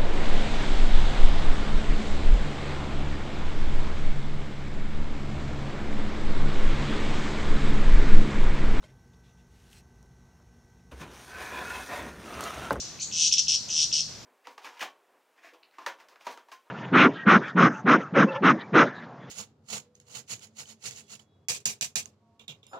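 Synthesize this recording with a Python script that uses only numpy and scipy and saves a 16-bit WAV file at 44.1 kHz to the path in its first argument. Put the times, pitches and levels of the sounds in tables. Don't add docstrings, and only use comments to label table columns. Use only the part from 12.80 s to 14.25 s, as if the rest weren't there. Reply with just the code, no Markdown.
import sys
import numpy as np
from scipy import signal
from scipy.fft import rfft, irfft
from scipy.io import wavfile

SR = 44100
rng = np.random.default_rng(int(sys.argv[2]) if len(sys.argv) > 2 else 0)


def to_wav(s):
    ch = np.atleast_2d(s).T
    pcm = np.round(np.clip(ch, -1, 1) * 32767)
    wavfile.write(sys.argv[1], SR, pcm.astype(np.int16))


N = 63945
LEAD_S = 0.2
LEAD = int(LEAD_S * SR)
TIME_S = np.arange(-LEAD, N) / SR


def from_db(db):
    return 10 ** (np.asarray(db) / 20)


def at_hz(points, hz):
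    point_hz, point_db = np.transpose(points)
    return np.interp(np.log(np.maximum(hz, 1)), np.log(point_hz), point_db)


ROUGH_HZ, LEVEL_ROUGH_DB = 900, 1.3
WANDER_HZ, WANDER_PITCH, WANDER_DB = 60, 0.018, 0.9


def flutter(rate_hz):
    lowpass = signal.butter(2, rate_hz, fs=SR, output="sos")
    y = signal.sosfilt(lowpass, rng.standard_normal(len(TIME_S)))
    return y / y.std()


def whistle(hz, rough):
    unsteady_hz = hz * (1 + rough * flutter(ROUGH_HZ) + WANDER_PITCH * flutter(WANDER_HZ))
    phase = 2 * np.pi * np.cumsum(unsteady_hz) / SR
    level_db = LEVEL_ROUGH_DB * flutter(ROUGH_HZ) + WANDER_DB * flutter(WANDER_HZ)
    return np.sin(phase) * from_db(level_db)


EDGE_S = 0.00085


def gate(start_s, end_s):
    to_edge_s = np.minimum(TIME_S - start_s, end_s - TIME_S)
    return np.sin(np.pi / 2 * np.clip(to_edge_s / EDGE_S, 0, 1)) ** 2


SWEEP_S = 0.0129
RISE_SKEW = 0.35


def swing(t_s, first_s, last_s, slowing_sweeps):
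    along = (t_s - first_s) / (last_s - first_s)
    sweeps = np.round((last_s - first_s) / SWEEP_S)
    turn = 2 * np.pi * (sweeps * along + slowing_sweeps * (1 - (2 * along - 1) ** 2))
    return (1 - np.cos(turn + RISE_SKEW * (1 - np.cos(turn)))) / 2


UPPER_DIP_HZ, OPENING_DIP_HZ, OPENING_S = 4850, 5450, 0.01151
UPPER_TOP_HZ, SOFT_TOP_HZ = 9200, 7925
UPPER_ROUGH = 0.016

# (distance from resonance [octaves], gain [dB])
THROAT_GAIN = [(-.45, -8), (-.25, -42), (-.11, -2.5), (0, -1.5), (0.089, -1.5), (.2, -25.5), (.4, -20.5),
               (.62, -25), (.75, -37)]


def upper_whistle(height, since_first_s, softness, throat_hz):
    opening = np.exp(-(np.maximum(since_first_s, 0) / OPENING_S) ** 2)
    dip_hz = UPPER_DIP_HZ + (OPENING_DIP_HZ - UPPER_DIP_HZ) * opening
    top_hz = UPPER_TOP_HZ + (SOFT_TOP_HZ - UPPER_TOP_HZ) * softness
    hz = dip_hz * (top_hz / dip_hz) ** height
    gain_db = np.interp(np.log2(hz / throat_hz), *np.transpose(THROAT_GAIN))
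    return whistle(hz, UPPER_ROUGH) * from_db(gain_db)


LOWER_DIP_HZ, LOWER_TOP_HZ, LOWER_DB = 2450, 5200, -12
LOWER_LAG_S = 0.000803
LOWER_SHAPE = 0.85
LOWER_ROUGH = 0.032
LEAD_IN_DB, LEAD_IN_FADE_DB = 3, 10.5
ACCENT_AT_S, ACCENT_WIDTH_S, ACCENT_SHARPNESS = 0.0062, 0.0022, 4

# (frequency [Hz], gain [dB])
LOWER_GAIN = [(2200, -11.5), (2500, -13.5), (3100, 1.5), (3800, -5.5), (4500, -3), (5200, -5)]


def lower_whistle(lagged_swing, since_first_s, accent_db):
    height = lagged_swing ** LOWER_SHAPE
    hz = LOWER_DIP_HZ + (LOWER_TOP_HZ - LOWER_DIP_HZ) * height
    lead_in_db = (LEAD_IN_DB - LEAD_IN_FADE_DB * height) * (since_first_s < -SWEEP_S / 4)
    accent_window = np.exp(-((since_first_s - ACCENT_AT_S) / ACCENT_WIDTH_S) ** 2)
    crest_db = accent_db * height ** ACCENT_SHARPNESS * accent_window
    return whistle(hz, LOWER_ROUGH) * from_db(LOWER_DB + at_hz(LOWER_GAIN, hz) + lead_in_db + crest_db)


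# (first pitch dip [s], last pitch dip [s], overhang after it [s], slowing [sweeps],
#         throat resonance [Hz], level [dB], swell time [s], swell depth [dB], opening accent [dB])
RASP_CALLS = [(-.095, -0.031, 0.0011, 0.0038, 5920, -14.5, .02, -2.5, -5),
              (0.3276, 0.4781, 0.004, .16, 5940, -12, .085, 14, 9.5),
              (0.5277, .5422, 0.0011, 0.00063, 5850, -10, .01, 1, 8),
              (0.5849, 0.5961, 0.0023, 0.0029, 5910, -10, .01, 1.5, 10.5),
              (0.6851, .762, 0.00044, 0.022, 5757, -15, 0.013, 1, 16.5),
              (0.9046, 1.0455, 0.00064, 0.02, 5770, -13.5, 0.1, 9.5, 14),
              (1.130, 1.21, 0.00024, 0, 5690, -15.5, 0.027, 2, 16.5)]


def rasp(first_s, last_s, overhang_s, slowing_sweeps, throat_hz, level_db, swell_s, swell_db, accent_db):
    since_first_s = TIME_S - first_s
    softness = np.clip(1 - since_first_s / swell_s, 0, 1)
    height = swing(TIME_S, first_s, last_s, slowing_sweeps)
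    lagged_swing = swing(TIME_S - LOWER_LAG_S, first_s, last_s, slowing_sweeps)
    end_s = last_s + overhang_s
    upper = upper_whistle(height, since_first_s, softness, throat_hz) * gate(first_s - 0.004, end_s)
    lower = lower_whistle(lagged_swing, since_first_s, accent_db) * gate(first_s - 0.015, end_s - 0.002)
    return from_db(level_db - swell_db * softness) * (upper + lower)


NOTE_ROUGH = 0.07

# (start [s], length [s], start pitch [Hz], middle pitch [Hz], end pitch [Hz], level [dB])
SLURS = [(0.189, 0.0027, 3170, 2450, 3700, -31.5), (.196, 0.02, 3847, 4600, 4210, -35),
         (.198, 0.019, 7010, 5900, 6500, -31), (.208, 0.0089, 3350, 2450, 4370, -41),
         (.217, 0.02, 7380, 6200, 7100, -26), (.223, 0.0135, 8950, 6700, 5450, -38),
         (.223, .010, 5410, 4287, 3300, -31.5), (.884, 0.0069, 5880, 6430, 7500, -29.5)]


def note(start_s, length_s, start_hz, middle_hz, end_hz, level_db):
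    along = np.clip((TIME_S - start_s) / length_s, 0, 1)
    parabola = np.polyfit([0, 0.5, 1], [start_hz, middle_hz, end_hz], 2)
    hz = np.polyval(parabola, along)
    return from_db(level_db) * gate(start_s, start_s + length_s) * whistle(hz, NOTE_ROUGH)


VOICE_BAND_HZ = (2200, 9500)


def voice_band(x):
    return signal.sosfilt(signal.butter(9, VOICE_BAND_HZ, "band", fs=SR, output="sos"), x)


OCTAVE_DB = -48


def with_octave(x):
    z = signal.hilbert(x)
    return x + from_db(OCTAVE_DB) * np.abs(z) * np.cos(2 * np.angle(z))


def coloured(x, points):
    hz = np.fft.rfftfreq(x.shape[-1], 1 / SR)
    y = irfft(rfft(x) * from_db(at_hz(points, hz)), x.shape[-1])
    return y / y.std()


def stereo_noise(size, likeness):
    mid, side = rng.standard_normal((2, size))
    c = np.clip(likeness, 0, 1)
    return (np.sqrt(1 + c) * mid + np.sqrt(1 - c) * side * np.array([[1], [-1]])) / np.sqrt(2)


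LEAF_DB, LEAF_T60_S, LEAF_DELAY_S, LEAF_LIKENESS = -3.5, 0.14, 0.003, 0.7


def leaf_echo(t_s):
    decay = from_db(-60 * t_s / LEAF_T60_S)
    return stereo_noise(len(t_s), LEAF_LIKENESS) * decay * (t_s > LEAF_DELAY_S)


FOREST_DB, FOREST_T60_S, FOREST_BUILD_S, FOREST_LIKENESS = -5.5, 0.61, 0.0062, 0.35

# (frequency [Hz], relative level [dB])
TREE_COLOUR = [(2000, -4.5), (3200, -5.5), (4400, 8.5), (5800, -3), (7000, 5.5), (9000, 1.5)]


def tree_echo(t_s):
    decay = from_db(-60 * t_s / FOREST_T60_S)
    build = 1 - np.exp(-t_s / FOREST_BUILD_S)
    return coloured(stereo_noise(len(t_s), FOREST_LIKENESS), TREE_COLOUR) * decay * build


def forest(call):
    t_s = np.arange(SR) / SR
    echoes = 0
    for db, echo in ((LEAF_DB, leaf_echo(t_s)), (FOREST_DB, tree_echo(t_s))):
        echoes = echoes + from_db(db) * echo / np.sqrt(np.sum(echo ** 2) / 2)
    return signal.fftconvolve(call[None], echoes, axes=1)[:, :len(call)]


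HISS_DB, RUMBLE_DB, AIR_DB, BACKGROUND_LIKENESS = 6, -52, -56, 0.62

# (time [s], level [dB])
HISS_CURVE = [(0.0, -63), (0.028, -54.5), (0.164, -54), (0.218, -62.5), (0.302, -55), (0.322, -59.5),
              (0.584, -63.5), (0.868, -56), (1.264, -60.5), (1.288, -54.5), (1.44, -55), (1.45, -62)]
# (frequency [Hz], relative density [dB per Hz])
HISS_COLOUR = [(150, -8.5), (300, 0), (600, -3), (1200, -6.5), (2000, -8), (4500, -7), (7000, -9.5),
               (10000, -46), (15000, -47)]
RUMBLE_COLOUR = [(20, -44), (40, -21), (65, -4.5), (110, -1.5), (170, 0), (240, -8.5), (350, -35),
                 (800, -35.5)]
AIR_COLOUR = [(1000, -4), (6000, 28), (13000, -5), (15500, -15)]


def background():
    hiss_db = HISS_DB + np.interp(np.arange(N) / SR, *np.transpose(HISS_CURVE))
    layers = ((hiss_db, HISS_COLOUR), (RUMBLE_DB, RUMBLE_COLOUR), (AIR_DB, AIR_COLOUR))
    return sum(from_db(db) * coloured(stereo_noise(N, BACKGROUND_LIKENESS), colour) for db, colour in layers)


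NOTE_DIRECT_DB = -5
BIRD_PAN_DB = 0.8


def scene():
    rasps = with_octave(voice_band(sum(rasp(*row) for row in RASP_CALLS)))
    notes = voice_band(sum(note(*row) for row in SLURS))
    bird = rasps + from_db(NOTE_DIRECT_DB) * notes + forest(rasps + notes)
    return bird[:, LEAD:] * from_db([[BIRD_PAN_DB], [-BIRD_PAN_DB]]) + background()


CUTOFF_HZ = 15200


def record(dry):
    return signal.sosfilt(signal.ellip(10, 0.1, 80, CUTOFF_HZ, fs=SR, output="sos"), dry)


dry = scene()
out = record(dry)
to_wav(out)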